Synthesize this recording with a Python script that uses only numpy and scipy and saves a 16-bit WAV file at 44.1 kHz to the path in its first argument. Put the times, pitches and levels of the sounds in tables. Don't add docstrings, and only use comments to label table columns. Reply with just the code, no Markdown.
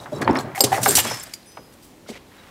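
import sys
import numpy as np
from scipy import signal
from scipy.fft import rfft, irfft
from scipy.io import wavfile
from scipy.ndimage import uniform_filter1d

SR = 44100
rng = np.random.default_rng(int(sys.argv[2]) if len(sys.argv) > 2 else 0)


def master_out(mix):
    frames = np.transpose(np.atleast_2d(mix))
    ceiling = np.clip(frames, -1, 1)
    pcm = np.round(ceiling * 32767).astype(np.int16)
    wavfile.write(sys.argv[1], SR, pcm)


def how_loud(loudness_db):
    steps = np.asarray(loudness_db, float) / 20
    return 10 ** steps


N = 110250
T = np.arange(N) / SR
HIT_T = T[:SR // 3]
RING_RISE_S = .005
SCRAPE_ATTACK_S = 0.0091


def noise(count=N):
    return rng.standard_normal(count)


def unit(x):
    return x / np.sqrt(np.mean(x ** 2))


def band(x, hz, width_hz):
    centre_hz = min(hz, SR / 3)
    b, a = signal.iirpeak(centre_hz, centre_hz / min(width_hz, SR / 3), fs=SR)
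    return signal.lfilter(b, a, x)


def band_twice(x, hz, width_hz, second_width_hz):
    return band(band(x, hz, width_hz), hz, second_width_hz)


def fade(t, t60_s):
    return np.exp(-np.log(1000) * t / t60_s)


def tone(t, hz, t60_s):
    return np.sin(2 * np.pi * hz * t) * fade(t, t60_s)


def add(out, at_s, x):
    i = int(at_s * SR)
    out[i:i + len(x)] += x[:N - i]


def walk(rate_hz):
    k = int(SR / rate_hz)
    return unit(uniform_filter1d(uniform_filter1d(noise(), k), k))


def grit():
    grain_db = 2 * np.minimum(rng.exponential(size=N), 5)
    return unit(noise() * how_loud(grain_db))


def slips():
    slips_per_s, slip_s, slip_gain = 160, .003, .5
    kicks = (rng.random(N) < slips_per_s / SR) * np.minimum(rng.exponential(size=N), 2)
    bumps = signal.lfilter([1], [1, -np.exp(-1 / (slip_s * SR))], kicks)
    return unit(1 + slip_gain * bumps)


def air():
    # [f/Hz, level/dB per Hz]
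    spectrum = [(18, -43), (30, -1), (324, -2), (728, -10.5), (874, -10), (1230, -14.5), (15500, -28)]
    hz, db = np.array(spectrum).T
    f = np.maximum(np.fft.rfftfreq(N, 1 / SR), 1)
    spec = rfft(noise()) * how_loud(np.interp(np.log(f), np.log(hz), db))
    out = 0
    for centre_oct in np.arange(4, 15, .5):
        share = np.clip(1 - 2 * abs(np.log2(f) - centre_oct), 0, 1)
        out = out + irfft(spec * share, N) * how_loud(1.5 * walk(7))
    return unit(out) * how_loud(-49)


def rumble():
    # [t/s, level/dB]
    drag = [(0, -41.5), (.11, -40.5), (.14, -40), (.27, -23.5), (0.309, -19.5), (.41, -25.5), (.53, -38),
            (.65, -36), (.71, -32), (.9, -24.5), (.95, -29), (1.15, -41.5), (1.32, -58)]
    # [f/Hz, width/Hz, level/dB]
    resonances = [(121, 43, -2), (253, 99, -1.5), (356, 76, -3.5), (626, 184, 1), (952, 390, -2),
                  (1545, 580, -6), (2450, 950, -25)]
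    bumps = slips()
    body = 0
    for hz, width_hz, db in resonances:
        resonance = unit(band_twice(bumps * grit(), hz, width_hz, 2.84 * width_hz))
        body = body + how_loud(db + 4.7 * walk(23.8)) * resonance
    times_s, db = np.array(drag).T
    return unit(body) * how_loud(np.interp(T, times_s, db, right=-90))


def jingle(scraped):
    modes_hz = [3330, 3880, 4470, 5870, 6230, 7420, 7850, 8230, 8540, 9020, 11000, 11900, 12400, 13500]
    drive = [scraped * np.maximum(walk(33.4) - 1, 0) for _ in modes_hz]
    return how_loud(-14) * 10 * sum(band(x, hz, 90) for x, hz in zip(drive, modes_hz))


def scrapes():
    # [start t/s, hold/s, release t60/s, level/dB, f/Hz]
    bursts = [(0, .045, .05, -52.5, 5000), (0.109, 0.073, 0.11, -52, 4840),
              (0.211, 0.007, 0.071, -32, 4640), (0.378, 0.025, 0.14, -42.5, 6000),
              (0.551, 0.049, 0.044, -37, 8000), (0.6355, 0.0047, 0.055, -8, 5640),
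              (0.657, 0.1, 0.38, -39, 5760), (0.72, 0.04, 0.17, -35, 6600), (0.81, 0.018, .05, -36.5, 7500),
              (0.826, 0.1, 0.31, -24, 8000), (0.949, 0.051, 0.058, -17.5, 8100),
              (0.967, 0.037, 0.042, -23, 2780), (1.009, 0.12, 0.58, -34.5, 4700),
              (1.036, 0.051, 0.68, -31.5, 1670), (1.225, 0.012, 0.038, -35.5, 10000),
              (1.332, .004, 0.079, -34.5, 7080), (1.721, 0.02, .03, -55, 6000),
              (1.821, 0.018, 0.26, -51, 10000), (2.065, 0.036, 0.061, -49.5, 2500),
              (2.08, 0.028, 0.12, -44.5, 4500), (2.114, 0.061, 0.066, -46, 2200),
              (2.307, 0.24, .1, -52.5, 1290)]
    rough = grit() * slips()
    out = 0
    for at_s, hold_s, t60_s, db, hz in bursts:
        rise = np.clip((T - at_s) / SCRAPE_ATTACK_S, 0, 1)
        shape = rise * fade(np.maximum(T - at_s - hold_s, 0), t60_s)
        out = out + how_loud(db) * shape * unit(band_twice(rough, hz, 2.26 * hz, 1.39 * hz))
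    return out + jingle(out)


def ticks():
    # [t/s, level/dB, f/Hz, t60/s]
    events = [(.001, -37.5, 3830, .03), (.0368, -44, 3750, 0.04), (.0985, -53, 5100, .04),
              (0.1477, -43, 3870, .06), (.150, -42, 7560, .04), (.1615, -39, 5380, .05),
              (.162, -48, 9400, .04), (.165, -50, 3900, 0.069), (0.2467, -32, 4340, .035),
              (0.31, -29, 5360, .02), (.310, -42, 7500, .015), (0.364, -27, 5060, 0.015),
              (.370, -28.5, 5400, 0.03), (.371, -30, 4100, .015), (.372, -38.5, 9000, 0.034),
              (.3885, -22, 4120, 0.023), (.390, -28, 7700, .015), (.397, -33, 4350, .05),
              (.407, -35, 7000, .02), (.6068, -5, 5150, 0.016), (.640, -12.5, 9860, .02),
              (.641, -22.5, 7350, .04), (.8188, -29.5, 7310, 0.027), (.850, -25, 5400, .04),
              (.946, -24, 11600, .02), (.996, -14.5, 2850, 0.032), (1.068, -31.5, 8300, .03),
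              (1.076, -30, 9020, .03), (1.263, -39, 4850, .035), (1.264, -44, 2920, 0.022),
              (1.337, -29, 2300, 0.014), (1.3385, -22, 4810, 0.023), (1.339, -30.5, 5690, .03),
              (1.339, -34, 7000, .05), (1.339, -33, 9300, 0.023), (1.43, -48, 4240, 0.032),
              (1.725, -56, 8450, .035), (1.737, -49, 8490, .035), (1.8235, -51, 8440, .03),
              (1.826, -47.5, 4820, 0.038), (2.063, -43, 1400, .04), (2.091, -38.5, 2180, 0.046),
              (2.1451, -37, 2300, .03), (2.155, -42, 2000, .04)]
    out = np.zeros(N)
    for at_s, db, hz, t60_s in events:
        snap = band_twice(noise(len(HIT_T)), hz, hz, hz) * fade(HIT_T, t60_s / 2)
        add(out, at_s, how_loud(db) * (tone(HIT_T, hz, t60_s) + how_loud(-0.5) * snap))
    return out


def snaps():
    # [t/s, level/dB]
    events = [(.038, -44), (0.2156, -24), (.331, -33), (.3521, -26.5), (.371, -36), (.3885, -32),
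              (.407, -40), (.5516, -24), (.5601, -24), (0.57, -26), (.579, -24), (.590, -19), (.594, -17),
              (.6046, -21.5), (.638, -6), (.830, -21.5), (1.1, -19), (.935, -19), (.954, -9), (.961, -17),
              (1.230, -26), (1.337, -16.5), (1.5194, -34.5), (1.7245, -42), (1.739, -46), (1.853, -42),
              (2.367, -39)]
    out = np.zeros(N)
    for at_s, db in events:
        snap = band_twice(noise(len(HIT_T)), 6000, 11000, 14000)
        add(out, at_s, how_loud(db) * snap * fade(HIT_T, 0.0046))
    return out


def thud(hz, t60_s, thud_hz):
    out = 0
    for f in 250 * 2 ** np.arange(0, 4, .6):
        x = noise(len(HIT_T)) + 15.4 * (HIT_T == 0)
        x = unit(band(band_twice(x, f, f, f), f, f))
        shape = fade(HIT_T, t60_s * (hz / f) ** 1.4) * (1 - np.exp(-HIT_T * f))
        out = out + x * shape * how_loud(-13.5 * abs(np.log2(f / thud_hz)))
    return out / 4


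def knock_rise():
    return 1 - np.exp(-HIT_T / 0.00098)


def thuds():
    # [t/s, level/dB, t60/s, f/Hz]
    events = [(.0575, -17, 0.08, 1100), (.207, -4.5, 0.11, 395), (.217, -6.5, 0.07, 1450),
              (.3545, -5, 0.067, 1600), (.372, -8, 0.11, 690), (.748, -19, 0.051, 2000),
              (.776, -7.5, 0.054, 900), (.980, -2.5, 0.044, 910), (1.050, -10, 0.068, 700),
              (1.111, -7, 0.041, 810), (1.5707, -12, 0.034, 1200), (1.587, -23, 0.08, 400),
              (2.089, -14.5, 0.035, 560), (2.112, -15.5, 0.048, 450), (2.152, -24.5, 0.082, 500)]
    out = np.zeros(N)
    for at_s, db, t60_s, hz in events:
        add(out, at_s, how_loud(db) * thud(hz, t60_s, hz) * knock_rise())
    return out


def knocks():
    # [t/s, level/dB, body f/Hz, t60/s, thud f/Hz]
    events = [(.121, -20.5, 605.6, 0.24, 340), (0.276, -3.5, 902, 0.054, 1310),
              (.295, -8.5, 926, 0.052, 890), (0.3036, -8.5, 940, 0.022, 900), (.559, -24, 735, .1, 2100),
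              (0.577, -14, 781, 0.08, 2000), (.604, -10.5, 792, 0.084, 600), (0.6368, -7, 413, 0.1, 467),
              (.719, -14, 766, .06, 2000), (.727, -7, 784, 0.09, 1670), (.741, -14, 788, 0.15, 2000),
              (.8595, 0.5, 783.5, 0.077, 1430), (.876, -14, 406.5, 0.23, 520),
              (2.0965, -20, 231, 0.069, 397)]
    out = np.zeros(N)
    for at_s, db, hz, t60_s, thud_hz in events:
        wobble_db = 3.5 * walk(134)[:len(HIT_T)]
        body = tone(HIT_T, hz, t60_s) * how_loud(wobble_db)
        add(out, at_s, how_loud(db) * (.5 * body + how_loud(5) * thud(hz, t60_s, thud_hz)) * knock_rise())
    return out


def booms():
    # [t/s, level/dB, f/Hz]
    events = [
        (0.134, -23, 144),
        (0.217, -23.5, 135),
        (.285, -18.5, 146.6),
        (0.319, -28, 125),
        (0.641, -18.5, 127),
        (0.726, -21.5, 116),
        (0.808, -32, 109),
        (0.97, -23, 92),
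        (1.04, -30.5, 109),
        (1.101, -30, 114),
    ]
    rise = 1 - np.exp(-(HIT_T / 0.0053) ** 2)
    out = np.zeros(N)
    for at_s, db, hz in events:
        add(out, at_s, how_loud(db) * tone(HIT_T, hz, 0.15) * rise)
    return out


def rings():
    # [t/s, f/Hz, level/dB, t60/s, stopped after/s]
    events = [(1.065, 5262, -32, 3.0, .064), (1.124, 5262, -29.5, .33, .078), (1.208, 5274, -38, 1.0, .022),
              (.135, 3900, -50, 1.0, .057), (1.311, 5270, -51, .3, .022), (1.36, 4885, -59, 2.0, .09),
              (1.455, 5044, -54.5, 3.0, .105), (1.56, 5040, -52.5, .8, .165), (1.468, 6029, -51, .6, .17),
              (1.456, 8430, -54, .6, .14), (1.457, 9835, -52, .5, .22)]
    out = np.zeros(N)
    for at_s, hz, db, t60_s, stop_s in events:
        rise = np.clip(HIT_T / RING_RISE_S, 0, 1)
        stopped = np.clip((stop_s - HIT_T) / RING_RISE_S, 0, 1)
        flutter_db = 1.8 * walk(115)[:len(HIT_T)]
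        add(out, at_s, how_loud(db + flutter_db) * tone(HIT_T, hz, t60_s) * rise * stopped)
    return out


def clatter():
    # [start t/s, length/s, level/dB]
    events = [
        (.549, 0.022, -33),
        (0.72, 0.042, -33),
    ]
    loose = unit(band_twice(grit() * slips() * slips(), 2010, 620, 620))
    out = 0
    for at_s, hold_s, db in events:
        release = fade(np.maximum(T - at_s - hold_s, 0), SCRAPE_ATTACK_S * 10)
        out = out + how_loud(db) * loose * (T > at_s) * release
    return out


def steel_modes(ring, focus_hz=None):
    modes_hz = np.array([4370, 4860, 7273, 7372, 8235, 8420, 9060, 12130, 13500])
    # [level/dB, t60/s]
    modes = [(-19.5, 0.15), (1, 0.04), (-23, 0.092), (-6, 0.1), (-3.5, 0.04), (-8, 0.11), (-20, 0.045),
             (-2.5, 0.057), (-11, 0.066)]
    out = 0
    for hz, (db, t60_s) in zip(modes_hz, modes):
        focus_db = -46 * abs(np.log2(hz / focus_hz)) if focus_hz else 0
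        out = out + how_loud(db + focus_db) * tone(HIT_T, hz, t60_s * ring)
    return out


def crack():
    return band(noise(len(HIT_T)), 7000, 12000) * np.exp(-HIT_T / 0.0033)


def square_blow():
    held_s = 0.028
    out = np.zeros(N)
    ringing = steel_modes(1) * np.clip((held_s - HIT_T) / RING_RISE_S, 0, 1)
    add(out, .6068, how_loud(-7) * (ringing + how_loud(-3) * crack()))
    return out


def clinks():
    # [t/s, level/dB, hardest-struck f/Hz, ring factor]
    events = [(0.832, -13, 8400, 0.27), (0.833, -17, 4300, .3), (0.8803, -12, 12500, 1.3),
              (.881, -19.5, 4370, .5), (.886, -12.5, 7360, 1.2), (.889, -5.5, 8550, 0.6),
              (.892, -13.5, 13500, .4), (.893, -11, 7360, 1.2), (.909, -5.5, 8500, 0.53),
              (0.919, -18, 4250, 0.45), (0.9532, -2.5, 8500, 0.42), (0.962, -7, 7260, 0.55),
              (1.003, -10, 7400, 0.46), (1.033, -23.5, 8400, .6), (1.0762, -36, 12130, 1.5),
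              (1.1985, -22, 7200, 0.5)]
    out = np.zeros(N)
    for at_s, db, hz, ring in events:
        add(out, at_s, how_loud(db) * (steel_modes(ring, hz) + how_loud(-15) * crack()))
    return out


def wall_echo(near):
    count = SR // 4
    wall = band(noise(count), 1800, 4200) * fade(T[:count], 0.26)
    return how_loud(-17.5) * signal.fftconvolve(near, wall / np.sqrt(np.sum(wall ** 2)))[:N]


def scene():
    friction = rumble() + scrapes() + clatter()
    wood = thuds() + knocks() + booms()
    steel = ticks() + snaps() + rings() + square_blow() + clinks()
    near = friction + wood + steel
    return (near + wall_echo(near) + air())[None]


def roll_off(x):
    return signal.sosfilt(signal.butter(12, 15680, fs=SR, output="sos"), x)


def record(dry):
    x = signal.sosfilt(signal.butter(2, 46, "high", fs=SR, output="sos"), dry)
    x = signal.sosfilt(signal.ellip(8, .2, 70, 15650, fs=SR, output="sos"), x)
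    mix = np.clip(x, -1, 1)
    return roll_off(mix)


dry = scene()
out = record(dry)
master_out(out)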